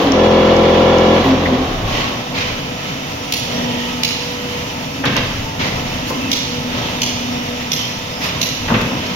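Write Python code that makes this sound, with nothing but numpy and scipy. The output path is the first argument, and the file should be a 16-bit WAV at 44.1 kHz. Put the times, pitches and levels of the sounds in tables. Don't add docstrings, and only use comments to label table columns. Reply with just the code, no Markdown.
import sys
import numpy as np
from scipy import signal
from scipy.fft import rfft, irfft, next_fast_len
from scipy.io import wavfile

SR = 44100
rng = np.random.default_rng(int(sys.argv[2]) if len(sys.argv) > 2 else 0)


def unload_wav(signal):
    wavfile.write(
        sys.argv[1],
        SR,
        np.round(np.clip(np.atleast_2d(signal).T, -1, 1) * 32767).astype(np.int16),
    )


N = 403515
T = np.arange(N) / SR

SHED_DECAY = [(60, 0.44), (300, 1), (1000, 0.76), (3000, 1), (6000, 0.84), (15000, 0.33)]
BLOW_REPEATS = [(0.0135, -3.5), (0.0162, -7), (0.0195, -6.5), (0.044, -10), (0.054, -11), (0.074, -11)]
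SIDE_GAIN = [(30, -27), (90, -39), (180, -58), (350, -20), (700, -5), (1300, -1.5), (3000, -1)]
EAR_TILT = [(400, 0.5), (700, 1), (1300, 2), (2400, -1), (4400, -7), (8000, 1.5), (15000, -4)]
TREBLE_LOSS = [(6400, -1), (7200, -4), (8000, -24), (9300, -9), (10300, -14.5), (11600, -5.5),
               (15500, -9.5)]

# (pitch_hz, level_db)
HAMMER_BLOWS = [(3.322, -12.5, 6, -22, (3400, -8), (4300, -2), (7900, -13)),
                (4.033, -11, 2.5, -22, (2680, -2.3), (4000, -3), (5500, -8)),
                (6.315, -11.5, 2, -16, (3400, -2), (5500, -2), (6470, -5)),
                (7.017, -13.5, 4.5, -20, (3300, -2), (4800, -2), (6200, -1.2)),
                (7.717, -12.5, -2, -5, (3050, -1), (5200, -5), (5930, 0)),
                (8.4139, -12, 1.5, -4, (3000, -5), (4200, -2), (5740, 0))]
STEEL_MODES = [(2160, 600, 2), (2900, 1000, 2), (4260, 220, 1), (5350, 730, 5.5), (6600, 1700, 0),
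               (11000, 750, 1.5), (15100, 700, 1)]
CRACK_SPECTRUM = [(300, -29), (1450, -27), (2100, 2), (3300, 9), (6500, 0.5), (10000, 2), (15500, -2.5)]

FAN_LINES = [(643, 22, -45), (893, 7, -43.5), (3638, 55, -45.5)]
TANK_BOOMS = [(1.42, -24), (5.1, -27.5), (6.21, -24), (8.9, -35)]
RAM_STROKES = [(3.38, 4.2, .98), (4.2, 4.85, .45), (6.3, 6.7, .55), (6.7, 7.75, .78), (8.62, 9.6, .95)]
PISTON_HARMONICS = [(1, -38, -35.5), (2, -39.5, -39.5), (3, -42.5, -44), (4, -44.5, -42.5)]
HARMONIC_SWELLS = [(3.73, .17, 1, -26), (5.68, .1, 1, -35), (6.2, .1, 1, -29), (6.58, .09, 1, -29),
                   (7.3, .3, 1, -28), (8.85, .15, 1, -31), (2.45, .2, 2, -43), (3.8, .25, 2, -38),
                   (4.42, .2, 2, -35), (6.55, .11, 2, -35), (7.57, .12, 2, -36.5), (2.75, .12, 3, -43),
                   (3.45, .24, 3, -38.5), (6.2, .1, 3, -41), (7.35, .2, 3, -38.5), (3.7, .2, 4, -45),
                   (4.6, .2, 4, -47), (9.05, .15, 4, -42)]
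WHINE_PARTIALS = [(1283, -8), (2584, -9), (2915, -8), (3040, -8)]
PRESSURE_PEAKS = [(3.98, -38.5), (6.85, -38.5)]
FLOW_SPECTRUM = [(100, 3), (400, 2.5), (700, -0.5), (1000, 3.5), (1500, -5.5), (1950, 3), (2300, 1.5),
                 (2600, 4.5), (3250, 1), (4000, -4.5), (4700, -5), (5700, -3), (7000, -7.5), (10000, -10),
                 (15500, -13)]
RUMBLE_SPECTRUM = [(20, -24), (60, -12), (85, -2.5), (140, 1), (220, -3.5), (350, -13.5), (600, -7.5),
                   (1000, -16), (1500, -19), (4000, -38.5)]
FRAME_SHUDDERS = [(1.5, -32), (1.85, -23), (2.5, -30), (5.32, -26), (5.74, -29.5), (6.0, -32), (6.8, -32),
                  (8.72, -26)]
SHUDDER_SPECTRUM = [(15, -19), (35, 0), (55, -10), (85, -4.5), (130, -3.5), (400, -48)]
VALVE_OPENINGS = [(1.86, -22.5, 0.14, 0.16, -4, 3050), (2.34, -22.5, 0.049, 0.19, -6, 2450),
                  (2.78, -32.5, 0.12, 0.089, -12, 2300), (3.48, -33, 0.085, 0.35, 8, 3000),
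                  (4.45, -33.5, 0.089, .16, -18, 2900), (5.592, -20.5, 0.024, 0.13, -2.5, 2070),
                  (5.85, -33.5, 0.017, 1, -3, 2790), (6.70, -27, 0.1, 0.16, 0.5, 3370),
                  (7.3, -39, 0.3, 0.6, -8, 2800), (8.209, -23, 0.03, 0.13, -10, 2750),
                  (8.96, -29, 0.11, .25, -7, 3200)]
GUSH_SPECTRUM = [(200, -25), (1000, 13), (1500, 6), (2000, 12), (3100, 10), (4200, 5.5), (6000, 1),
                 (10000, -13), (15500, -13)]
CHURN_SPECTRUM = [(40, -8), (150, 17.5), (300, 11.5), (600, 14.5), (1000, 4.5), (2000, -54), (5000, -44)]

GRIT_SLIDES = [(.03, 0.061, -36), (1.26, .04, -37), (1.96, .05, -38), (4.53, .05, -40), (5.92, .035, -38),
               (6.095, 0.018, -26.5), (8.25, 0.033, -29)]
GRIT_SPECTRUM = [(2000, -30), (4500, 1), (7000, 1), (12000, 0), (15500, -2)]
FITTING_TICKS = [(0.12, -11, -15), (0.566, -19, -11), (.984, -18, -12), (5.054, -32.5, 19),
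                 (5.166, -15.5, 4), (8.813, -36, 23), (9.066, -23, -7)]
# start_s, length_s, pitch_hz, width_hz, level_db
THIN_SQUEALS = [(0, 2.38, 1104, 22, -35.5), (1.455, 0.02, 1980, 400, -20), (3.5, .45, 1900, 160, -39),
                (3.535, .06, 5660, 25, -36), (3.6, .06, 5616, 25, -37), (3.6, .38, 3050, 550, -32.5),
                (6.196, .1, 2620, 90, -32), (7.76, .13, 3100, 250, -29), (8.103, 0.23, 5200, 603, -36)]
MOULD_KNOCKS = [(.04, -18, 670, -10), (1.255, -17.5, 900, -11), (1.485, -20.5, 900, -14),
                (5.037, -18, 2200, -6), (5.053, -17.5, 4520, -1), (5.071, -20, 3500, 1),
                (5.156, -20, 3500, -3), (5.164, -17.5, 4770, 1), (6.103, -23, 1200, -2),
                (8.679, -22.5, 2400, -5), (8.698, -17.5, 1400, 7), (8.712, -22.5, 1330, 11.5),
                (8.738, -16.5, 3070, 2), (8.805, -26, 3000, 6), (8.908, -26, 900, 3.5)]
FRAME_MODES = [(217, 13, 3.5), (320, 79, -21), (555, 400, -6.5), (900, 61, -17), (1040, 84, -1.5),
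               (1240, 80, -13), (1540, 340, -13.5), (1900, 800, -9.5), (2630, 200, -4), (3200, 180, -6)]
THUD_SPECTRUM = [(40, -9), (80, 12), (120, 15.5), (270, 8), (390, 6.5), (560, 6), (750, -3), (1000, -12),
                 (2000, -52)]
RAM_GROANS = [(.035, .15, 143, 128, -13.5), (1.185, .055, 108, 132, -17), (1.225, .155, 135, 130, -13),
              (1.49, .085, 124, 128, -16), (1.57, .08, 130, 128, -19)]
GROAN_HARMONICS = [(1, -12), (2, 8), (3, -5.5), (4, -39), (5, -36), (6, -29)]
PLATE_MODES = [(1350, 81, 0.5), (1720, 31, -4.5), (2240, 74, -3), (2876, 64, -3), (3370, 63, -2.5)]
RATTLE_SPECTRUM = [(30, -22), (120, -14), (290, 6), (400, 0.5), (520, 1), (750, 0), (900, -12),
                   (1080, -3.5), (1400, -13.5), (2000, -10), (3300, -11.5), (4300, -19), (7000, -29),
                   (15000, -75)]
# harmonic, level_db
TURN_HARMONICS = [(1,-15.5), (2,-8.5), (3,-13.5), (4,-9.5), (5,-1.5), (6,-8.5), (7,-12), (8,-5.5), (9,-2.5),
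                  (10,-10), (11,-3), (12,1.5), (13,-1.5), (14,-32), (15,-14), (16,-12.5), (17,-19),
                  (18,-10.5), (19,-14), (20,-15), (21,-17.5), (22,-13.5), (23,-14.5), (24,-10), (25,-24)]


def amp(db):
    return 10 ** (np.asarray(db) / 20)


def unit(x):
    return x / np.sqrt(np.mean(x ** 2) + 1e-20)


def ramp(start_s, length_s):
    return np.clip((T - start_s) / length_s, 0, 1)


def swells(rows, width_s):
    return sum(amp(db) * np.exp(-.5 * ((T - peak_s) / width_s) ** 2) for peak_s, db in rows)


def read(points, hz):
    frequency, value = np.transpose(points)
    return np.interp(np.log(hz + 1), np.log(frequency + 1), value)


def colour(x, points, power=1):
    size = next_fast_len(x.shape[-1] + 2048)
    gain = amp(power * read(points, np.fft.rfftfreq(size, 1 / SR)))
    return irfft(rfft(x, size) * gain, size)[..., :x.shape[-1]]


def noise(points, size=N):
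    return unit(colour(rng.standard_normal((2, size)), points))


def drift(rate_hz):
    hz = np.fft.rfftfreq(N // 64, 64 / SR)
    slow = irfft(rfft(rng.standard_normal(N // 64)) / (1 + (hz / rate_hz) ** 2))
    return unit(np.interp(T, np.linspace(0, T[-1], len(slow)), slow))


def ring(x, hz, width):
    return signal.lfilter(*signal.iirpeak(hz, hz / width, SR), x)


def narrow(hz, width, size=N):
    return unit(ring(ring(rng.standard_normal((2, size)), hz, width), hz, width))


def tone(turns, waver):
    phase = 2 * np.pi * (turns + rng.random((2, 1))) + waver * drift(2.7)
    return np.cos(phase) * (1 + waver * drift(6.1))


def shed(x, build_s):
    hz, t, bands = signal.stft(rng.standard_normal((2, SR)), SR, nperseg=256)
    bands = bands * amp(-60 * t / read(SHED_DECAY, hz)[:, None])
    tail = signal.istft(bands, SR)[1][:, :SR] * (1 - np.exp(-T[:SR] / build_s))
    return signal.fftconvolve(x, tail / np.linalg.norm(tail[0]), axes=1)[:, :N]


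def add(mix, start_s, sound):
    part = mix[:, round(start_s * SR):][:, :sound.shape[-1]]
    part += sound[..., :part.shape[-1]]


def hammer(contact_s=.0037, attack_s=.00092, spot_width_hz=680, spot_decay_s=.004,
           head_hz=12400, head_width_hz=220, head_decay_s=.022):
    out, t = np.zeros((2, N)), T[:SR // 5]
    for start_s, db, treble_db, head_db, *spots in HAMMER_BLOWS:
        crack = noise(CRACK_SPECTRUM, len(t)) * np.exp(-(t / contact_s) ** 2 / 2)
        steel = sum(amp(level) * ring(crack, hz, width) for hz, width, level in STEEL_MODES)
        blow = amp(-7) * crack + steel
        blow = colour(blow / np.std(blow[:, :SR // 200]), [(6000, 0), (9500, treble_db)])
        clusters = [(hz, spot_width_hz, level - 1, spot_decay_s) for hz, level in spots]
        clusters.append((head_hz, head_width_hz, head_db - 6, head_decay_s))
        for hz, width, level, decay_s in clusters:
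            fade = np.exp(-t / decay_s)
            blow += amp(level) * np.std(fade) * unit(fade * narrow(hz, width, len(t)))
        add(out, start_s, amp(db - 1) * blow * (1 - np.exp(-t / attack_s)))
    echoes = np.zeros((2, N))
    for delay_s, db in BLOW_REPEATS:
        add(echoes, delay_s, amp(db) * out)
    return out + echoes + shed(out, build_s=.037)


def fan(waver_db=2.5):
    return sum(amp(db + waver_db * drift(.81)) * narrow(hz, width) for hz, width, db in FAN_LINES)


def tank(rest_db=-33):
    return (amp(rest_db) + swells(TANK_BOOMS, width_s=.076)) * narrow(hz=263.4, width=58)


def pump_drive(idle_hz=246.7, sag_hz=4.6, ease_s=.3):
    load = sum(share * (ramp(on - ease_s / 2, ease_s) - ramp(off - ease_s / 2, ease_s))
               for on, off, share in RAM_STROKES)
    cycles = np.cumsum(idle_hz - sag_hz * load) / SR
    return load, cycles, cycles / (idle_hz - sag_hz)


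def pump(swell_db=2, strain_hz=877.5, whistle_harmonic=23):
    load, cycles, clock_s = pump_drive()
    hum = 0
    for k, idle_db, loaded_db in PISTON_HARMONICS:
        gain = amp(idle_db + (loaded_db - idle_db) * load + swell_db * drift(2.5))
        swell = sum(swells([(peak_s, db)], width_s)
                    for peak_s, width_s, harmonic, db in HARMONIC_SWELLS if harmonic == k)
        hum += (gain + swell) * unit(tone(k * cycles, waver=.1))
    whine = unit(sum(amp(db) * tone(hz * clock_s, waver=.5) for hz, db in WHINE_PARTIALS))
    strain = swells(PRESSURE_PEAKS, width_s=.25) * unit(tone(strain_hz * clock_s, waver=.1))
    whistle = unit(tone(whistle_harmonic * cycles + .25 * drift(10), waver=1.1))
    return hum + amp(-41.5 + 2 * load) * whine + strain + amp(-49 + 4.5 * load) * whistle


def power_pack(pulse_depth=.1, surge_lag_s=.15, surge_db=-12, flow_start_db=-6.5, flow_build_s=3.4):
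    load, cycles, _ = pump_drive()
    pulsing = 1 + pulse_depth * np.cos(2 * np.pi * cycles)
    hiss = unit(noise(FLOW_SPECTRUM) * pulsing * amp(.7 * drift(12)))
    flow = amp(-28.5 + 1.2 * load + flow_start_db * (1 - ramp(0, flow_build_s))) * hiss
    surges = [(start_s + surge_lag_s, db + surge_db) for start_s, db, *_ in VALVE_OPENINGS]
    rumble_gain = amp(-27.5 + .5 * load + .75 * drift(3)) + swells(surges, width_s=.1)
    rumble = rumble_gain * noise(RUMBLE_SPECTRUM)
    shudder = (amp(-58) + swells(FRAME_SHUDDERS, width_s=.12)) * noise(SHUDDER_SPECTRUM)
    return rumble + shudder + flow


def valves(jet_db=-13, jet_width_hz=420):
    gush = noise(GUSH_SPECTRUM) * amp(drift(43))
    churn = noise(CHURN_SPECTRUM)
    out = np.zeros((2, N))
    for start_s, db, rise_s, decay_s, churn_db, jet_hz in VALVE_OPENINGS:
        swell = np.sqrt(ramp(start_s, rise_s)) * np.exp(-np.maximum(T - start_s - rise_s, 0) / decay_s)
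        jet = unit(ring(gush, jet_hz, jet_width_hz))
        out += amp(db) * swell * (gush + amp(jet_db) * jet + amp(churn_db) * churn)
    return out


def grit(flicker_db=1.5):
    slides = sum(swells([(peak_s, db)], width_s) for peak_s, width_s, db in GRIT_SLIDES)
    return slides * noise(GRIT_SPECTRUM) * amp(flicker_db * drift(90))


def fittings(ring_s=.0021, edge_s=.0046, room_db=-10):
    out, t = np.zeros((2, N)), T[:SR // 20]
    for start_s, db, edge_db in FITTING_TICKS:
        ping = narrow(hz=5570, width=1200, size=len(t)) * np.exp(-t / ring_s)
        edge = noise(CRACK_SPECTRUM, len(t)) * np.exp(-t / edge_s)
        add(out, start_s, amp(db) * (ping + amp(edge_db - 7) * edge))
    return out + amp(room_db) * shed(out, build_s=.02)


def squeals():
    out = np.zeros((2, N))
    for start_s, length_s, hz, width, db in THIN_SQUEALS:
        size = round(length_s * SR)
        add(out, start_s, amp(db) * narrow(hz, width, size) * signal.windows.tukey(size, .4))
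    return out


def clanks(crunch_rise_s=.0081, crunch_decay_s=.0098, thud_rise_s=.0046, thud_decay_s=.033, room_db=-.7):
    out, t = np.zeros((2, N)), T[:SR // 4]
    for start_s, db, cutoff_hz, thud_db in MOULD_KNOCKS:
        contact = np.exp(-t / crunch_decay_s) * (1 - np.exp(-t / crunch_rise_s))
        crunch = rng.standard_normal((2, len(t))) * contact
        frame = sum(amp(level) * ring(crunch, hz, width) for hz, width, level in FRAME_MODES)
        body = signal.sosfilt(signal.butter(4, cutoff_hz, fs=SR, output="sos"), amp(-8) * crunch + frame)
        thud = noise(THUD_SPECTRUM, len(t)) * np.exp(-t / thud_decay_s) * (1 - np.exp(-t / thud_rise_s))
        add(out, start_s, amp(db) * (body / np.std(body[:, :SR // 100]) + amp(thud_db) * thud))
    return out + amp(room_db) * shed(out, build_s=.0011)


def ram_groans(roughness=.15):
    out = np.zeros((2, N))
    for start_s, length_s, start_hz, end_hz, db in RAM_GROANS:
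        size = round(length_s * SR)
        slips = np.cumsum(np.linspace(start_hz, end_hz, size)) / SR
        voice = sum(amp(level) * np.cos(2 * np.pi * (k * slips + rng.random((2, 1))))
                    for k, level in GROAN_HARMONICS)
        rough = 1 + roughness * drift(60)[:size]
        add(out, start_s, amp(db) * unit(voice * rough) * signal.windows.tukey(size, .57))
    return out


def plate_buzz(turns, decay_turns=.3):
    chatter = rng.standard_normal((2, N)) * np.exp(-(turns % 1) / decay_turns)
    return unit(sum(amp(db + drift(10)) * unit(ring(ring(chatter, hz, width), hz, width))
                    for hz, width, db in PLATE_MODES))


def mould_rattle(turns, alike=.53, band_hz=(680, 1400)):
    one_turn = rng.standard_normal((2, 1024))
    repeated = one_turn[:, (turns % 1 * one_turn.shape[1]).astype(int)]
    repeated = signal.sosfilt(signal.butter(2, band_hz, "band", fs=SR, output="sos"), repeated)
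    slaps = colour(alike * repeated + (1 - alike) * rng.standard_normal((2, N)), RATTLE_SPECTRUM)
    return unit(slaps * (1 + .068 * np.cos(2 * np.pi * turns)) * amp(drift(25)))


def vibrating_table(start_hz=40.5, pressing_hz=42.67, free_hz=43.05, spin_up_s=.08,
                    grip_s=.11, release_s=1.176, switch_off_s=1.53, coast_s=.9, settle_db_per_s=9):
    gripped, released = ramp(grip_s, .083), ramp(release_s, .022)
    speed = np.exp(-np.maximum(T - switch_off_s, 0) / coast_s)
    driven_hz = pressing_hz + (start_hz - pressing_hz) * np.exp(-T / spin_up_s)
    driven_hz += (free_hz - pressing_hz) * released
    turns = np.cumsum(driven_hz * speed) / SR
    swing_gain = amp(-21) * (1 - np.exp(-T / .082)) * speed ** 6.6
    drone_gain = amp(-19.5 + 9.5 * (gripped - released)) * speed ** 6.5
    rattle_gain = amp(-15 - settle_db_per_s * np.maximum(T - release_s, 0)) * speed ** .62
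    partials = [amp(db) * tone(k * turns, waver=.065) for k, db in TURN_HARMONICS]
    swing = swing_gain * unit(sum(partials[:4]))
    drone = drone_gain * unit(sum(partials[4:]))
    rattle = rattle_gain * mould_rattle(turns)
    buzz = amp(-29.5) * gripped * (1 - ramp(release_s, .17)) * plate_buzz(turns)
    running = 1 - ramp(start_s=2.04, length_s=.62)
    return running * (swing + drone + rattle + buzz)


def ears(source, left_lead_s):
    mid, side = source[0], colour(source[1], SIDE_GAIN)
    right = np.interp(T - round(left_lead_s * SR) / SR, T, mid - side)
    return np.array([mid + side, right])


def scene():
    ahead = vibrating_table() + ram_groans() + squeals() + clanks() + fittings() + grit()
    aside = pump() + fan() + tank() + power_pack() + valves() + hammer()
    return ears(ahead, left_lead_s=0) + ears(aside, left_lead_s=.00034)


def record(dry, band_limit_hz=15950):
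    tilted = np.array([colour(dry[0], EAR_TILT, power=.51), colour(dry[1], EAR_TILT, power=-.63)])
    dulled = colour(tilted, TREBLE_LOSS)
    limited = dulled / (1 + dulled ** 8) ** (1 / 8)
    low_pass = signal.firwin(511, band_limit_hz, window=("kaiser", 9), fs=SR)
    return signal.oaconvolve(limited, low_pass[None], "same")


dry = scene()
out = record(dry)
unload_wav(out)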